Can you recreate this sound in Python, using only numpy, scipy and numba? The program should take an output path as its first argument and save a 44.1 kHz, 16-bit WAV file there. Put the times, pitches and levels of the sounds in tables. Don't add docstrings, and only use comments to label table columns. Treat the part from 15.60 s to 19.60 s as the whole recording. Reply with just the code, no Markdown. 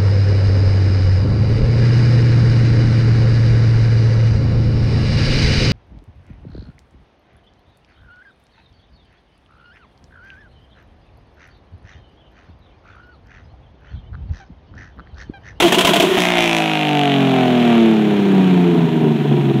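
import sys
import numpy as np
from scipy import signal
from scipy.fft import rfft, irfft
from scipy.io import wavfile
from scipy.ndimage import map_coordinates
from numba import njit

SR = 44100
rng = np.random.default_rng(int(sys.argv[2]) if len(sys.argv) > 2 else 0)


def waveform_to_disk(signal):
    frames = np.transpose(np.atleast_2d(signal))
    scaled = np.clip(frames, -1, 1) * 32767
    samples = np.round(scaled).astype(np.int16)
    wavfile.write(sys.argv[1], SR, samples)


N = 176400
CYLINDERS = 6
CRACK_PHASE = .47
RASP_DECAY_S = 0.00073

# start_s, crack_db, thump_db, ring_pitch_hz, ring_db
BANGS = [(.001, -14, -24, 650, -14.5), (0.022, -16.5, -12, 355, -22), (0.08, -22, -16.5, 182, -25),
         (0.122, -12.5, -13.5, 710, -20), (0.144, -17, -20, 360, -28), (0.184, -12.5, -13.5, 677, -14.5),
         (0.208, -15.5, -23, 660, -20), (.248, -13, -14, 680, -14.5), (0.27, -13.5, -16, 1006, -16.5),
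         (.29, -18, -13.5, 338, -21), (.308, -47, -18, 328, -15), (0.334, -14.5, -25, 680, -12),
         (0.359, -17, -18, 697, -29), (.399, -14, -16, 671, -9), (0.421, -18, -26, 386, -14),
         (.446, -28, -39, 360, -17), (.468, -40, -31, 366, -13.5), (.492, -49, -40, 382, -18),
         (.51, -42, -22, 364, -14), (.543, -35, -27, 367, -12), (.575, -30, -14, 730, -19)]
# freq_hz, gain_db
RUSH_EQ = [(25, -19), (60, -22), (200, -2), (520, -3.5), (730, 9.5), (950, -3.5), (1200, -2), (1500, -6),
           (2200, -20.5), (4000, -44)]


def amp(db):
    return 10 ** (np.asarray(db) / 20)


def unit(x):
    return x / np.sqrt(np.mean(x ** 2))


def curve(table, t, column=1):
    rows = np.array(table)
    return np.interp(t, rows[:, 0], rows[:, column])


def colour(x, eq):
    size = 2 * N
    rows = np.array(eq)
    hz = np.maximum(np.arange(N + 1) * SR / size, 1)
    gain_db = np.interp(np.log(hz), np.log(rows[:, 0]), rows[:, 1])
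    cepstrum = irfft(np.log(amp(gain_db)))
    cepstrum[1:N] *= 2
    cepstrum[N + 1:] = 0
    return irfft(rfft(x, size) * np.exp(rfft(cepstrum)))[:N]


def noise(eq):
    return unit(colour(rng.standard_normal(N), eq))


def wander(hz):
    steps = rng.standard_normal(400)
    return map_coordinates(steps, [np.arange(N) / SR * hz], order=3, mode="mirror")


def swell(age, peak_s):
    x = np.clip(age / peak_s, 0, 20)
    return (x * np.exp(1 - x)) ** 2


@njit
def resonate(x, hz, width_hz):
    y, band_state, low_state = np.empty(len(x)), 0., 0.
    for i in range(len(x)):
        g, damping = np.tan(np.pi * hz[i] / SR), width_hz / hz[i]
        band = (band_state + g * (x[i] - low_state)) / (1 + g * (g + damping))
        band_state, low_state = 2 * band - band_state, low_state + 2 * g * band
        y[i] = damping * band
    return y


def pulses(phase, scatter_db):
    at = np.flatnonzero(np.diff(np.floor(phase)) > 0)
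    early = (phase[at + 1] % 1) / (phase[at + 1] - phase[at])
    size = amp(scatter_db * rng.standard_normal(1200)[:len(at)])
    train = np.zeros(N)
    train[at], train[at + 1] = size * early, size * (1 - early)
    return train


def firings(cycle, scatter_db):
    strengths = [-16.5, -24, 0, -1.5, 0, -2.5]
    return sum(amp(db) * pulses(cycle - CRACK_PHASE - k / CYLINDERS, scatter_db)
               for k, db in enumerate(strengths))


def spit(train, decay_s, rough):
    pole = np.exp(-1 / (decay_s * SR))
    burst = signal.lfilter([1], [1, -pole], train) * rng.standard_normal(N)
    return rough * unit(burst) - unit(train)


def combustion(t, dip_s=.011):
    # centre_s, depth_db
    misfires = [(2.889, -2), (3.305, -4.5), (3.394, -6.5), (3.5, -2), (3.536, -7.5), (3.579, -8),
                (3.635, -8), (3.681, -4), (3.83, -5), (3.929, -10)]
    return amp(sum(db * np.exp(-np.minimum(((t - at) / dip_s) ** 2, 20)) for at, db in misfires))


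def echo(x, predelay_s=.008, decay_s=0.0094):
    t = np.arange(N // 8) / SR
    tail = rng.standard_normal(len(t)) * np.exp(-t / decay_s) * (t > predelay_s)
    return signal.fftconvolve(x, tail / np.linalg.norm(tail))[:N]


def clatter(t, cycle):
    # time_s, level_db
    fader = [(0, -44), (.7, -24.5), (1.2, -29), (1.7, -28.5), (2.15, -27.5), (2.4, -31.5), (2.9, -31.5),
             (3.4, -35.5), (4, -36)]
    # freq_hz, gain_db
    valve_eq = [(300, -44.5), (1100, -8.5), (1500, -3.5), (2100, -6.5), (2600, -4), (3400, -7), (4000, -12),
                (4700, -25.5), (6800, -26.5), (8500, -34.5), (15000, -41)]
    throb = 1 + 0.13 * np.cos(2 * np.pi * (cycle - CRACK_PHASE))
    rush = noise(RUSH_EQ) * amp(-1) * np.sqrt(combustion(t))
    return (rush + noise(valve_eq)) * throb * amp(curve(fader, t))


def chuffs(t, gas_db=-14.5):
    # start_s, level_db
    burns = [(3.15, -12), (3.184, -17), (3.553, -26), (3.607, -15.5), (3.71, -13), (3.732, -16),
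             (3.774, -15.5), (3.845, -25), (3.904, -11)]
    # pitch_hz, gain_db
    modes = [(145, -18), (228, -3.5), (345, -1), (415, -4.5)]
    ring, gas = 0, 0
    for start, db in burns:
        age = t - start
        envelope = amp(db) * swell(age, peak_s=0.007)
        ring += envelope * sum(amp(mode_db) * np.sin(2 * np.pi * hz * age) for hz, mode_db in modes)
        gas += envelope
    return ring + amp(gas_db) * gas * noise(RUSH_EQ)


def tailpipe(x, t, ring_db=2):
    # freq_hz, gain_db
    metal_eq = [(60, -69), (300, 7), (1000, -31.5), (1600, -5.5), (2100, 0), (2700, 0.5), (3100, 0),
                (3450, 1.5), (3900, -6), (4800, -23), (8000, -61.5)]
    # time_s, centre_hz
    sweep = [(.55, 1900), (.7, 2040), (.9, 2500), (1.1, 2620), (1.5, 3000), (4, 3200)]
    x = colour(x, metal_eq)
    return unit(x + amp(ring_db) * resonate(x, curve(sweep, t), width_hz=340.))


def overrun(t, cycle, second_phase=0.1006, second_db=-13):
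    # time_s, crack_db, rasp_db
    crack_faders = [(.5, -33, -39), (.6, -21, -30), (.72, -24, -33.5), (.83, -22, -23.5), (.97, -20.5, -42),
                    (1.08, -26, -34), (1.22, -24.5, -38), (1.32, -28, -54), (1.44, -25, -38),
                    (1.53, -26, -31.5), (1.63, -35.5, -44.5), (2.15, -35.5, -35), (2.4, -53, -43),
                    (4, -41, -46)]
    # time_s, snap_db, hiss_db
    snap_faders = [(.55, -56, -51), (.605, -33, -33), (.74, -49, -42), (.85, -41, -36), (.91, -52, -40),
                   (.975, -35, -39), (1.06, -61, -43.5), (1.26, -53, -48), (1.42, -45, -58),
                   (1.52, -59, -52), (2.3, -59, -72), (4, -76, -73)]
    # freq_hz, gain_db
    snap_eq = [(2000, -24), (4800, 3), (6000, 4.5), (7200, -2), (8300, -5), (10000, -3.5), (15000, -13)]
    # time_s, level_db
    knock_fader = [(.45, -44), (.65, -28), (.85, -28.5), (1.15, -30), (1.4, -30), (1.6, -29.5), (1.82, -25),
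                   (1.93, -34.5), (2.1, -25.5), (2.35, -35), (2.9, -35), (4, -52.5)]
    # freq_hz, gain_db
    knock_eq = [(150, -54), (480, -5.5), (650, 2.5), (740, 14), (820, 3), (900, 6), (1000, 0.5), (1250, -6),
                (1470, -11), (1630, -25.5), (1850, -25.5), (2400, -2), (4500, -37.5)]
    strongest = pulses(cycle - CRACK_PHASE, scatter_db=.8)
    pair = strongest + amp(second_db) * pulses(cycle - second_phase, scatter_db=6.5)
    cracks = spit(pair, decay_s=0.0013, rough=.15)
    snaps = spit(pair, decay_s=0.00089, rough=1)
    rasp = spit(firings(cycle, scatter_db=1), RASP_DECAY_S, rough=.2)
    knock = unit(colour(strongest, knock_eq))
    buzz = amp(-0.5) * unit(colour(firings(cycle, scatter_db=.6), knock_eq))
    return (tailpipe(cracks, t) * amp(curve(crack_faders, t))
            + tailpipe(rasp, t) * amp(curve(crack_faders, t, column=2))
            + unit(colour(snaps, snap_eq)) * amp(curve(snap_faders, t))
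            + noise(snap_eq) * amp(curve(snap_faders, t, column=2))
            - (knock + buzz) * amp(curve(knock_fader, t)))


def exhaust(t, cycle, smear_rad=.9):
    harmonics = [-39, -3, -4.5, -4, 4.5, -5, -3, 4, 0.5, 6, 0.5, -3.5, -2, 0.5, -4, 0, -10]
    # time_s, even_firing_db, cylinder_imbalance_db, overtone_boost_db
    drone_faders = [(0, -32.5, -33, 1), (.42, -35.5, -48, -4), (.6, -26, -32, -3.5), (.8, -31, -30.5, 1.5),
                    (1.2, -29, -27, -6), (1.35, -24.5, -29.5, -4), (1.45, -26.5, -30.5, -0.5),
                    (1.6, -21.5, -24, -7.5), (1.82, -22, -26.5, -4), (2.1, -21.5, -28.5, -5),
                    (2.25, -21, -33, -3), (2.45, -22.5, -30, -5.5), (2.8, -20.5, -34.5, -3.5),
                    (3.05, -25.5, -37.5, 0.5), (3.3, -30.5, -49, 2.5), (3.5, -28, -38, 4),
                    (3.75, -25.5, -34, -6), (4, -25, -34.5, 0.5)]
    # time_s, level_db
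    burble_fader = [(0, -28), (.52, -24), (.62, -37), (1.4, -74), (1.65, -31), (1.82, -29), (1.95, -25),
                    (2.3, -28.5), (2.7, -20), (3, -21), (3.4, -16.5), (4, -20)]
    # freq_hz, gain_db
    puff_eq = [(60, 5.5), (150, -1.5), (250, 0.5), (410, 2.5), (600, -7.5), (730, -12), (950, 0.5),
               (1300, -27), (3000, -37)]
    # freq_hz, gain_db
    pipe_eq = [(40, -81), (90, -20), (115, -10), (140, 5.5), (160, 5.5), (180, 7), (205, 0.5), (230, 6),
               (260, 0), (300, -0.5), (345, 5), (370, -2), (395, 2.5), (430, 0), (490, -10.5), (550, -12.5),
               (640, 1), (680, -2), (725, 8), (810, -14.5), (950, -7), (1200, -16), (2000, -22)]
    even, imbalance, overtones = (amp(curve(drone_faders, t, column)) for column in (1, 2, 3))
    overtones *= amp(wander(hz=10))
    drone = 0
    for k, db in enumerate(harmonics, 2):
        drive = imbalance if k % 3 else even
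        boost = overtones if k > CYLINDERS else 1
        phase = 2 * np.pi * k * (cycle - CRACK_PHASE) - smear_rad * k ** 2
        drone += np.sqrt(2) * amp(db) * drive * boost * np.cos(phase)
    puffs = unit(pulses(CYLINDERS * (cycle - CRACK_PHASE), scatter_db=0) * rng.standard_normal(N))
    gas = amp(0.5) * rng.standard_normal(N)
    stumbling = (puffs + gas) * amp(wander(hz=25.7))
    burble = unit(colour(colour(stumbling, puff_eq), pipe_eq)) * amp(curve(burble_fader, t))
    return (colour(drone, pipe_eq) + burble) * combustion(t)


def pipe_rings(t):
    ring = 0
    for start, _, _, hz, db in BANGS:
        age = t - start
        ring += np.sqrt(2) * amp(db) * swell(age, peak_s=0.0073) * np.sin(2 * np.pi * hz * age)
    return ring


def fuel_boom(t, start_s=0.032, end_s=0.084, pitch_hz=360.5, sag_hz_per_s=680):
    age = t - start_s
    burn = np.clip(age / 0.0043, 0, 1) * np.clip((end_s - t) / 0.011, 0, 1)
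    phase = 2 * np.pi * (pitch_hz - sag_hz_per_s * age / 2) * age
    tone = np.sin(phase) + amp(-8) * np.sin(2 * phase)
    return np.sqrt(2) * amp(-9.5) * burn * tone, burn


def limiter(t, cycle, closed_s=0.74, lift_s=0.2):
    # freq_hz, gain_db
    hot_pipe_eq = [(40, -38), (105, -27.5), (175, 4), (260, -3), (350, 5.5), (430, -0.5), (530, -13.5),
                   (620, -1.5), (680, 1.5), (770, -15), (900, -22), (1000, -0.5), (1130, -12.5),
                   (1450, -10.5), (1700, -19.5), (4000, -37.5)]
    # freq_hz, gain_db
    shock_eq = [(300, -20), (1000, 5), (3200, 4), (16000, -8)]
    # freq_hz, gain_db
    bang_eq = [(100, -18), (500, -3), (900, 2.5), (1300, -5.5), (2300, 0), (3200, 6.5), (3900, -4.5),
               (4900, -13), (6500, -11.5), (9000, -16), (12000, -19), (16000, -26)]
    rise_s, hold_s, decay_s = 0.00033, 0.0072, 0.0083
    crack, thump, shock = 0, 0, 0
    for start, crack_db, thump_db, _, _ in BANGS:
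        age = t - start
        envelope = np.clip(age / rise_s, 0, 1) * np.exp(-np.maximum(age - hold_s, 0) / decay_s)
        crack += amp(crack_db) * envelope
        thump += amp(thump_db) * envelope
        shock += amp(crack_db - 9.5) * swell(age, peak_s=0.0013)
    throttle = np.clip((closed_s - t) / lift_s, 0, 1)
    sputter = spit(pulses(CYLINDERS * cycle, scatter_db=5), RASP_DECAY_S, rough=1.9)
    roar = unit(colour(sputter, hot_pipe_eq)) * amp(-20.5) * throttle
    boom, burn = fuel_boom(t)
    hiss = amp(-26) * throttle + amp(-23.5) * burn
    return (boom + roar + noise(hot_pipe_eq) * thump + noise(shock_eq) * shock
            + noise(bang_eq) * (crack + hiss))


def scene():
    # time_s, cycle_rate_hz
    revs = [(0, 59.333), (.55, 61.333), (.63, 60.233), (.75, 58.567), (1, 54.233), (1.5, 46.933), (2, 40.3),
            (2.25, 37.633), (2.5, 34.567), (3, 29.6), (3.5, 25.267), (4, 22.167)]
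    t = np.arange(N) / SR
    cycle = np.cumsum(curve(revs, t)) / SR
    cracks = overrun(t, cycle)
    bangs = limiter(t, cycle) + pipe_rings(t)
    car = exhaust(t, cycle) + chuffs(t) + clatter(t, cycle) + cracks + bangs
    reflections = echo(amp(-16) * cracks + amp(-23) * bangs)
    air = amp(-55.5) * rng.standard_normal(N)
    return (car + reflections + air)[None]


def record(dry, ceiling=0.66, top_hz=15600):
    clipped = dry / (1 + (dry / ceiling) ** 8) ** (1 / 8)
    return signal.sosfilt(signal.ellip(10, .2, 80, top_hz, fs=SR, output="sos"), clipped)


dry = scene()
out = record(dry)
waveform_to_disk(out)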